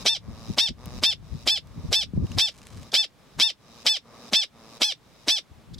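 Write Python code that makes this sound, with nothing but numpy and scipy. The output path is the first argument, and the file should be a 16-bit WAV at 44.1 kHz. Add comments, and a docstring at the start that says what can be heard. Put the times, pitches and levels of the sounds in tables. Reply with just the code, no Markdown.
"""A small, dry studio: a prairie dog barks twelve times, close to a stereo microphone.
Each bark opens with a puff of noise and a few hard creaky pulses, rises into a clear arched squeal and
sags to a rough end: trains of pulses shaped by throat resonances. Between barks it draws air with a soft
rattle of fluttering noise. Its body makes low rumble and bumps, small ticks, scuffs and a short rustle."""
import sys
import numpy as np
from scipy import signal
from scipy.fft import rfft, irfft, next_fast_len
from scipy.io import wavfile
from scipy.ndimage import uniform_filter1d, map_coordinates

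SR = 44100
rng = np.random.default_rng(int(sys.argv[2]) if len(sys.argv) > 2 else 0)


def waveform_to_disk(signal):
    """Save audio, clipped to [-1, 1], as 16-bit WAV at the path in sys.argv[1]."""
    frames = np.transpose(np.atleast_2d(signal))
    scaled = np.clip(frames, -1, 1) * 32767
    samples = np.round(scaled).astype(np.int16)
    wavfile.write(sys.argv[1], SR, samples)


N = 255339
TIME = np.arange(N) / SR


def from_db(db):
    """Decibels to gain."""
    return 10 ** (np.asarray(db) / 20)


def ramp(x):
    """Hold between 0 and 1."""
    return np.clip(x, 0, 1)


def rms_one(x):
    """Scale to unit power."""
    return x / np.sqrt(np.mean(x ** 2) + 1e-20)


def add(track, sound, s):
    """Mix a sound into a track from time s on."""
    at = max(round(s * SR), 0)
    track[..., at:at + sound.shape[-1]] += sound[..., :N - at]


def cut(x, hz, kind, order=2):
    """Butterworth low- or high-pass."""
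    sections = signal.butter(order, min(hz, .45 * SR), kind, fs=SR, output="sos")
    return signal.sosfilt(sections, x + 1e-18)


def resonate(x, hz, width_hz, db):
    """Lift or notch one band."""
    lift = from_db(db / 2)
    half = np.pi * width_hz / SR
    turn = -2 * np.cos(2 * np.pi * hz / SR)
    zeros = [1 + half * lift, turn, 1 - half * lift]
    poles = [1 + half / lift, turn, 1 - half / lift]
    return signal.lfilter(zeros, poles, x)


def drift(rate, size=N):
    """Smooth random wander, drawn with spread 1, that changes about rate times a second."""
    points = rng.standard_normal(4000)
    return map_coordinates(points, [np.arange(size) * rate / SR], order=3, mode="wrap")


def coloured(x, spectrum):
    """Give a sound the colour of a (Hz, dB) table; nothing passes outside the table."""
    hz, db = np.transpose(spectrum)
    size = next_fast_len(N)
    grid = np.log(np.arange(size // 2 + 1) * SR / size + 1)
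    gain_db = np.interp(grid, np.log(hz), db, left=-np.inf, right=-np.inf)
    return irfft(rfft(x, size) * from_db(gain_db), size)[..., :N]


def noise(spectrum, likeness):
    """Stereo noise of a given colour and left-right likeness; rms 1."""
    mid, side = coloured(rng.standard_normal((2, N)), spectrum)
    alike = np.clip(likeness, -1, 1)
    return rms_one(np.sqrt(1 + alike) * mid + np.sqrt(1 - alike) * side * [[1], [-1]])


def swells(rows):
    """Bell-shaped rises and falls of level from (s, dB, half length s) rows."""
    return sum(from_db(db) * np.exp(-np.minimum(((TIME - s) / half) ** 2 / 2, 20))
               for s, db, half in rows)


# The studio with nobody moving, as the microphone hears it.
# Each row: frequency in Hz, relative level per Hz in dB.
FLOOR_COLOUR = [(15, -44), (25, -20), (149, -9), (335, -19), (624, -21.5), (1740, -28), (1940, -28.5),
                (2350, -28), (2690, -30.5), (3430, -29.5), (16000, -46.5)]


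def room_floor(floor_db=-56):
    """Steady coloured noise of the quiet room, partly alike in the two channels."""
    return from_db(floor_db) * noise(FLOOR_COLOUR, likeness=0.54)


# Rumble through the support, up to the microphone.
# Each row: frequency in Hz, relative level per Hz in dB.
RUMBLE_COLOUR = [(12, -42), (20, -4), (65, 7.5), (165, 2), (313, -11), (369, -18), (410, -18), (640, -35),
                 (700, -37), (910, -63), (1540, -120)]
# The body shifts its weight, each time a swell of rumble.
# Each row: peak time in seconds, relative level in dB, half length in seconds.
WEIGHT_SHIFTS = [(.03, -60, 0.0057), (.3, -39, .028), (.505, -24, .014), (.705, -25.5, 0.011),
                 (.875, -36, 0.011), (.965, -38, 0.028), (1.17, -48, 0.054), (1.34, -33, 0.019),
                 (1.46, -48, 0.011), (1.785, -30.5, 0.012), (1.85, -26.5, 0.0082), (1.905, -28, .011),
                 (2.06, -41, 0.028), (2.185, -14.5, .016), (2.235, -13.5, 0.014), (2.31, -28.5, 0.011),
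                 (2.37, -28, 0.018), (2.78, -38.5, 0.037), (2.93, -57, 0.011), (3.385, -38.5, .016),
                 (5.52, -42.5, 0.0082), (5.58, -50.5, 0.023), (5.745, -40, 0.043)]
# Dull single bumps from the support. Each row: start in seconds, relative level in dB.
DULL_BUMPS = [(0.282, -28.5), (0.5, -19.5), (0.706, -23.5), (1.357, -34), (1.761, -39), (1.847, -33),
              (2.135, -20), (2.175, -5.5), (2.234, -18), (2.371, -23)]
# a steady rumble lies under the shifts until the animal settles
RESTLESS_DB, SETTLES_S, SETTLING_DB_PER_S = -46.5, 2.3, 25


def shifting(bump_db=2.5, bump_hz=175, pan_db=2.0):
    """Lumpy rumble and decaying low bumps come through the support, unlike in the two channels."""
    restless = from_db(RESTLESS_DB - SETTLING_DB_PER_S * np.maximum(TIME - SETTLES_S, 0))
    out = (restless + swells(WEIGHT_SHIFTS)) * noise(RUMBLE_COLOUR, likeness=0.25)
    t = TIME[:SR // 10]
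    envelope = np.exp(-t / 0.0075) * (1 - np.exp(-t / 0.00085))
    for s, db in DULL_BUMPS:
        # each channel has its own pitch and phase
        hz = bump_hz * np.exp(0.16 * rng.standard_normal((2, 1)))
        wave = np.sin(2 * np.pi * (hz * t + rng.random((2, 1))))
        add(out, from_db(db + bump_db) * wave * envelope, s)
    # the soft support passes no click
    out = cut(out, 650, "low")
    return cut(out, 35, "high", order=1) * from_db([[pan_db], [-pan_db]])


# Small dry ticks near the microphone. Each row: start in seconds, relative level in dB,
# strength of the ring in dB, treble edge in Hz.
DRY_TICKS = [(0.8582, -30, 3, 13900), (1.672, -36.5, 7, 8000), (2.268, -28, 12, 6000),
             (2.318, -25.5, 20, 7000), (2.617, -33, 10, 7000), (2.6694, -29.5, 11, 8000),
             (2.774, -33, 1, 7050), (2.8308, -32, 5, 7000)]
# Short scuffs. Each row: peak time in seconds, level in dB, half length in seconds.
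SHORT_SCUFFS = [(2.921, -36, 0.0018), (2.931, -40.5, 0.005), (5.745, -44.5, 0.0047), (5.786, -45.5, 0.0029)]
# The colour of a scuff. Each row: frequency in Hz, relative level per Hz in dB.
SCUFF_COLOUR = [(880, -58), (1500, -20), (2600, -34), (3500, -4), (4330, -9), (4770, -6), (6300, -15.5),
                (15000, -36.5)]


def ticks_and_scuffs(tick_db=-2, tick_decay_s=0.00082, ring_hz=2800, ring_width_hz=450):
    """Tiny bright contacts, noise snaps with one short ring, and brief brushing swells of noise."""
    ticks, t = np.zeros(N), TIME[:SR // 50]
    for s, db, ring_db, edge_hz in DRY_TICKS:
        snap = from_db(db + tick_db) * np.exp(-t / tick_decay_s) * rng.standard_normal(len(t))
        snap = cut(cut(snap, 630, "high", order=1), edge_hz, "low")
        add(ticks, resonate(snap, ring_hz, ring_width_hz, ring_db), s)
    return ticks + swells(SHORT_SCUFFS) * noise(SCUFF_COLOUR, likeness=0.76)


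def rustle(start_s=2.2, end_s=2.88, grains_per_s=600, rustle_db=-58):
    """Fur and claws brush the support as the animal turns its head: a shower of tiny random grains."""
    born = rng.random(N) < grains_per_s / SR
    grains = cut(born * rng.standard_normal(N), 1020, "high", order=1)
    grains = rms_one(cut(grains, 8000, "low"))
    turning = ramp(np.minimum(TIME - start_s, end_s - TIME) / 0.052)
    return from_db(rustle_db) * turning * grains


# The animal draws air, close to the microphone. Each row: start in seconds, end in seconds,
# throat rattle in dB and hiss in dB as reached towards the end, snore from 0 to 1, mean flutter in Hz.
DRAWN_BREATHS = [(-.1, 0.046, -45.5, -41.5, .37, 111.6), (0.2, 0.561, -46.5, -44, 0.72, 113.2),
                 (.76, 1.011, -46, -45.5, 0.85, 122.9), (1.198, 1.454, -54.5, -50.5, 0.63, 115.1),
                 (1.617, 1.91, -52.5, -53, .2, 116.7), (2.136, 2.368, -46.5, -46, .12, 115),
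                 (2.518, 2.91, -52.5, -53, 0.34, 114.4), (3.15, 3.385, -60, -60, 0.04, 116.5),
                 (3.57, 3.847, -53, -49, 0.57, 115.5), (4.023, 4.311, -48, -47.5, 0.48, 115.1),
                 (4.517, 4.793, -49.5, -48, 0.74, 115.4), (4.972, 5.267, -61, -56.5, 0.4, 114.6),
                 (5.417, 5.71, -62, -84.5, 0.2, 116.2)]
# The throat under drawn air. Each row: frequency in Hz, relative level per Hz in dB.
RATTLE_COLOUR = [(90, -7.5), (160, -1.5), (230, 7), (330, -6), (450, 0), (600, -1.5), (830, -5), (1200, -2),
                 (1400, -13), (2200, -15), (3500, -43), (5000, -54.5)]
# Air hissing at the teeth. Each row: frequency in Hz, relative level per Hz in dB.
HISS_COLOUR = [(1470, -30.5), (2500, -2.5), (3310, -9), (3830, 4), (4340, -6), (5070, 2), (7300, -10.5),
               (7950, -12), (9360, -15), (16000, -23.5)]
# every inhale opens, swells steadily and closes
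INHALE_ATTACK_S, INHALE_RELEASE_S = 0.042, 0.022
RATTLE_SWELL_DB_PER_S, HISS_SWELL_DB_PER_S = 14, 60.5


def inhales(flutter_depth=0.79, flutter_wander=.018, tap_spread_db=2):
    """Soft tissue flutters in the drawn air: it taps the throat and chops the hiss."""
    rattle, hiss, flutter, flutter_hz = np.zeros((4, N))
    for start, end, rattle_db, hiss_db, snore, hz in DRAWN_BREATHS:
        to_go = np.maximum(end - TIME, 0)
        opening = ramp((TIME - start) / INHALE_ATTACK_S) * ramp(to_go / INHALE_RELEASE_S)
        rattle += opening * from_db(rattle_db - RATTLE_SWELL_DB_PER_S * to_go)
        hiss += opening * from_db(hiss_db - HISS_SWELL_DB_PER_S * to_go)
        flutter[TIME > start] = ramp(snore)
        flutter_hz[TIME > start] = hz
    cycles = np.cumsum(flutter_hz * (1 + flutter_wander * drift(25))) / SR
    # one tap per flutter cycle, of uneven strength
    clicks = np.diff(np.floor(cycles), prepend=0) * from_db(tap_spread_db * drift(150))
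    taps = rms_one(coloured(clicks, RATTLE_COLOUR))
    breath = noise(RATTLE_COLOUR, likeness=0.89)
    in_throat = flutter * taps + np.sqrt(1 - flutter ** 2) * breath
    chop = np.exp(flutter_depth * flutter * np.cos(2 * np.pi * cycles))
    chop /= np.sqrt(uniform_filter1d(chop ** 2, size=1200))
    return rattle * in_throat + hiss * chop * noise(HISS_COLOUR, likeness=0.06)


# The puff that opens a bark. Each row: frequency in Hz, relative level per Hz in dB.
PUFF_COLOUR = [(60, -18.5), (140, -25.5), (230, -5.5), (380, -12.5), (600, -8), (1000, -14), (1700, -20),
               (4000, -19.5), (7000, -23), (15000, -39.5)]
# the opening puff swells up to the start of the bark, holds and dies
PUFF_DB, PUFF_RISE_DB_PER_S, PUFF_HOLD_S, PUFF_FALL_DB_PER_S = -20, 1756.5, 0.0037, 1991


def puffs():
    """Air bursts out just before the folds catch: one short swell of noise per bark."""
    swell = np.zeros(N)
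    for s, *_ in BARK_ROWS:
        before = np.maximum(s - TIME, 0)
        after = np.maximum(TIME - s - PUFF_HOLD_S, 0)
        level_db = PUFF_DB - PUFF_RISE_DB_PER_S * before - PUFF_FALL_DB_PER_S * after
        swell += from_db(np.maximum(level_db, -200))
    return swell * noise(PUFF_COLOUR, likeness=0.99)


# The pitch arch: pitch at the start, at the end and at its lowest, as shares of the top.
START_PITCH, END_PITCH, SLACK_PITCH = .58, .63, 0.33
RISE_POWER, SAG_POWER = 2.05, 3.7  # curvature of each side
# the folds are creaky and rough until they lock, and again once they break up (shares of the length)
LOCK_AT, LOCK_TAKES, BREAK_AT, BREAK_TAKES = .2, 0.044, 0.88, 0.057
# Weakening of every second pulse, from 0 to 1: at the onset, while locked, in the tail.
CREAK_STAGES = (0.96, 0.027, 0.12)
# Roughness, from 0 to 1: at the onset, while locked, in the tail.
ROUGH_STAGES = (0.29, 0.022, 0.42)


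def gesture(share, top_at):
    """Pitch, creak and roughness along a bark: the folds tighten and lock, then sag and break up."""
    rise = ramp(1 - share / top_at) ** RISE_POWER
    sag = np.maximum((share - top_at) / (1 - top_at), 0) ** SAG_POWER
    pitch = np.maximum(1 - (1 - START_PITCH) * rise - (1 - END_PITCH) * sag, SLACK_PITCH)
    onset = ramp((LOCK_AT - share) / LOCK_TAKES)
    tail = ramp((share - BREAK_AT) / BREAK_TAKES)
    stages = np.array([onset, 1 - onset - tail, tail])
    return pitch, np.dot(CREAK_STAGES, stages), np.dot(ROUGH_STAGES, stages)


# Peaks and notches of throat and mouth, scaled in frequency for each bark.
# Each row: unscaled frequency in Hz, width in Hz, lift in dB.
THROAT_BANDS = [(1380, 2100, -0.5), (2157, 330, 4), (2760, 180, 2.5), (3726, 1400, 9.5), (4196, 150, -8.5),
                (5670, 1700, 13.5), (6450, 1450, -13), (8030, 130, 3.5), (9100, 870, -9),
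                (11560, 430, -6.5), (13900, 1330, -6.5)]


def throat(source, scale, bright_db, low_hz=2800, high_hz=5200):
    """A small open mouth radiates little bass; its shape differs a little from bark to bark."""
    out = cut(cut(source, low_hz, "high"), high_hz, "low")
    for hz, width_hz, db in THROAT_BANDS:
        out = resonate(out, hz * scale, width_hz, db)
    return resonate(out, 13000, 7000, bright_db)


# The locked squeal is led by its first and fourth harmonics.
# Each entry: lift in dB for harmonic 1, 2, ..
SQUEAL_HARMONICS = [5.5, -9.5, -6.5, 4, -2, 0.5, 0.5, -5.5, 2.5, -5.5, 2]
# the soft fundamental: relative level, fade over the bark's length, release after it
HUM_DB, HUM_FADE_DB, HUM_RELEASE_DB_PER_S = -40, 10, 898


def bark(top_hz, length, top_at, attack_db, squeal_db, hold_db, tail_db, mouth_scale, bright_db,
         jitter=0.029, air=1.0, shimmer_db=7, slack_hz=7000, first_db=-1.0, release_db=-24):
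    """The folds snap open on every second cycle at first, then lock into a clear tone and break up."""
    size = SR // 6
    t = np.arange(size) / SR
    share = t / length
    pitch, creak, rough = gesture(share, top_at)
    hz = top_hz * uniform_filter1d(pitch, size=200) * (1 + jitter * rough * drift(530, size))
    cycles = np.cumsum(hz) / SR - .25
    # one band-limited pulse per cycle; while the folds are locked a few harmonics take the lead
    k = np.arange(1, 31)[:, None]
    harmonics = np.cos(2 * np.pi * k * cycles) * (k * hz < SR / 2.4)
    locked = np.interp(share, [.15, .28, .86, .97], [0, 1, 1, 0])
    harmonics[:len(SQUEAL_HARMONICS)] *= from_db(np.outer(SQUEAL_HARMONICS, locked))
    pulses = harmonics.sum(axis=0)
    weak = np.round(cycles) % 2 * np.clip(creak, 0, 1)
    # the source starts slightly held back; roughness makes its level flicker
    flicker_db = first_db * np.exp(-t / 0.0044) + shimmer_db * rough * drift(640, size)
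    source = pulses * (1 - weak) * from_db(flicker_db)
    # breath noise pulses with the folds
    gusts = rng.standard_normal(size) * (2 + np.cos(2 * np.pi * cycles))
    source += air * pulses.std() * rough * gusts
    # the pulses soften as the pressure falls
    pressure = np.interp(share, [.25, .6], [1, 0])
    softened = cut(source, slack_hz, "low", order=1)
    voice = throat(pressure * source + (1 - pressure) * softened, mouth_scale, bright_db)
    # even out the level, then impose the bark's own contour
    voice /= np.sqrt(uniform_filter1d(voice ** 2, size=800) + 1e-9)
    level_db = np.interp(share, [.04, .27, .5, .65, .75, .96, 1.12, 1.4],
                         [attack_db, squeal_db, hold_db, hold_db - 3.0,
                          tail_db, tail_db - 2.5, tail_db + release_db, -100])
    hum_db = HUM_DB - HUM_FADE_DB * share - HUM_RELEASE_DB_PER_S * np.maximum(t - length, 0)
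    return voice * from_db(level_db) + from_db(hum_db) * np.sin(2 * np.pi * cycles)


# The barks, close to the microphone. Each row: start in seconds, top pitch in Hz, length in seconds,
# top of the arch as a share of the length, then attack, squeal, hold and tail as relative levels in dB,
# mouth resonance scale as a factor, brightness in dB.
BARK_ROWS = [(0.061, 902, 0.11, 0.38, -17.5, -17.5, -22, -31, 1.011, 0),
             (0.583, 914.4, 0.11, 0.37, -14.5, -18, -19.5, -28, 0.97, 0),
             (1.0351, 898, 0.1, 0.37, -15.5, -18, -20, -28.5, 0.96, 2.5),
             (1.4743, 878, 0.11, 0.42, -17.5, -19, -23.5, -29, 0.95, 3.5),
             (1.928, 887.4, 0.11, 0.37, -18.5, -19, -24.5, -28.5, 0.98, 5.5),
             (2.385, 893, 0.11, 0.39, -19, -18, -22, -30.5, 0.976, 4.5),
             (2.9409, 887.6, 0.11, 0.45, -15, -19, -19.5, -29.5, 0.966, 3),
             (3.3987, 903.6, 0.11, 0.41, -19.5, -12.5, -16.5, -27, 0.97, 1.5),
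             (3.8648, 877.3, 0.11, 0.3, -13.5, -18.5, -22, -28.5, 0.98, 2.5),
             (4.3331, 888, 0.11, 0.37, -17.5, -15.5, -21.5, -26.5, 0.98, 1),
             (4.8176, 857.6, 0.11, 0.33, -16, -19, -24, -29.5, 0.99, 4.5),
             (5.283, 881.3, .108, 0.39, -17.5, -18.5, -24, -28, 1, 4)]


def barking(effort_db=7.5):
    """All barks from one throat, raised together by the effort."""
    out = np.zeros(N)
    for s, *shape in BARK_ROWS:
        add(out, bark(*shape), s)
    return from_db(effort_db) * out


def delayed(x, ms):
    """The sound a little later, read between samples."""
    return np.interp(TIME - ms / 1000, TIME, x)


# Near surfaces heard in the left channel. Each row: delay in milliseconds, gain as a signed factor.
LEFT_SURFACES = [(0.862, -0.027), (1.68, 0.3), (2.298, 0.09), (5.35, 0.027)]
# Near surfaces heard in the right channel. Each row: delay in milliseconds, gain as a signed factor.
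RIGHT_SURFACES = [(1.102, -0.47), (2.07, -0.27), (2.298, 0.1), (3.42, 0.37)]
ROOM_T60_S, ROOM_DB = 0.089, -12.5


def studio(x, right_dull_hz=9000, pan_db=0.36):
    """Direct sound, a little duller on the right, echoes off near surfaces and a short diffuse tail."""
    left = x + sum(gain * delayed(x, ms) for ms, gain in LEFT_SURFACES)
    right = x + sum(gain * delayed(x, ms) for ms, gain in RIGHT_SURFACES)
    right = cut(right, right_dull_hz, "low", order=1)
    near = np.array([left, right]) * from_db([[-pan_db], [pan_db]])
    t = TIME[:SR // 4]
    decay = from_db(-60 * t / ROOM_T60_S) * (1 - np.exp(-t / 0.0027))
    tail = rng.standard_normal((2, len(t))) * decay
    tail /= np.sqrt(np.sum(tail ** 2, axis=1, keepdims=True))
    return near + from_db(ROOM_DB) * signal.fftconvolve(x[None], tail)[:, :N]


def scene():
    """The quiet room, the body and breath of the animal, and its barks."""
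    body = shifting() + ticks_and_scuffs()
    breath = inhales() + puffs()
    return room_floor() + body + breath + studio(rustle() + barking())


def gain_control(x, threshold_db=-27, squeeze=0.46, release_db_per_s=38):
    """Loud sound turns the gain down at once; it creeps back, so the room sinks after each bark."""
    power = uniform_filter1d(np.mean(x ** 2, axis=0), size=260)
    over = np.maximum(10 * np.log10(np.abs(power) + 1e-12) - threshold_db, 0) * squeeze
    recovery = release_db_per_s * TIME
    held = np.maximum.accumulate(over + recovery) - recovery
    return x * from_db(-uniform_filter1d(held, size=90))


def record(dry, cutoff_hz=16300):
    """Gain control, a hard clip at full scale, then a steep cut of the top."""
    loud = np.clip(gain_control(dry), -1, 1)
    return signal.sosfilt(signal.ellip(10, .1, 90, cutoff_hz, fs=SR, output="sos"), loud)


dry = scene()
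out = record(dry)
waveform_to_disk(out)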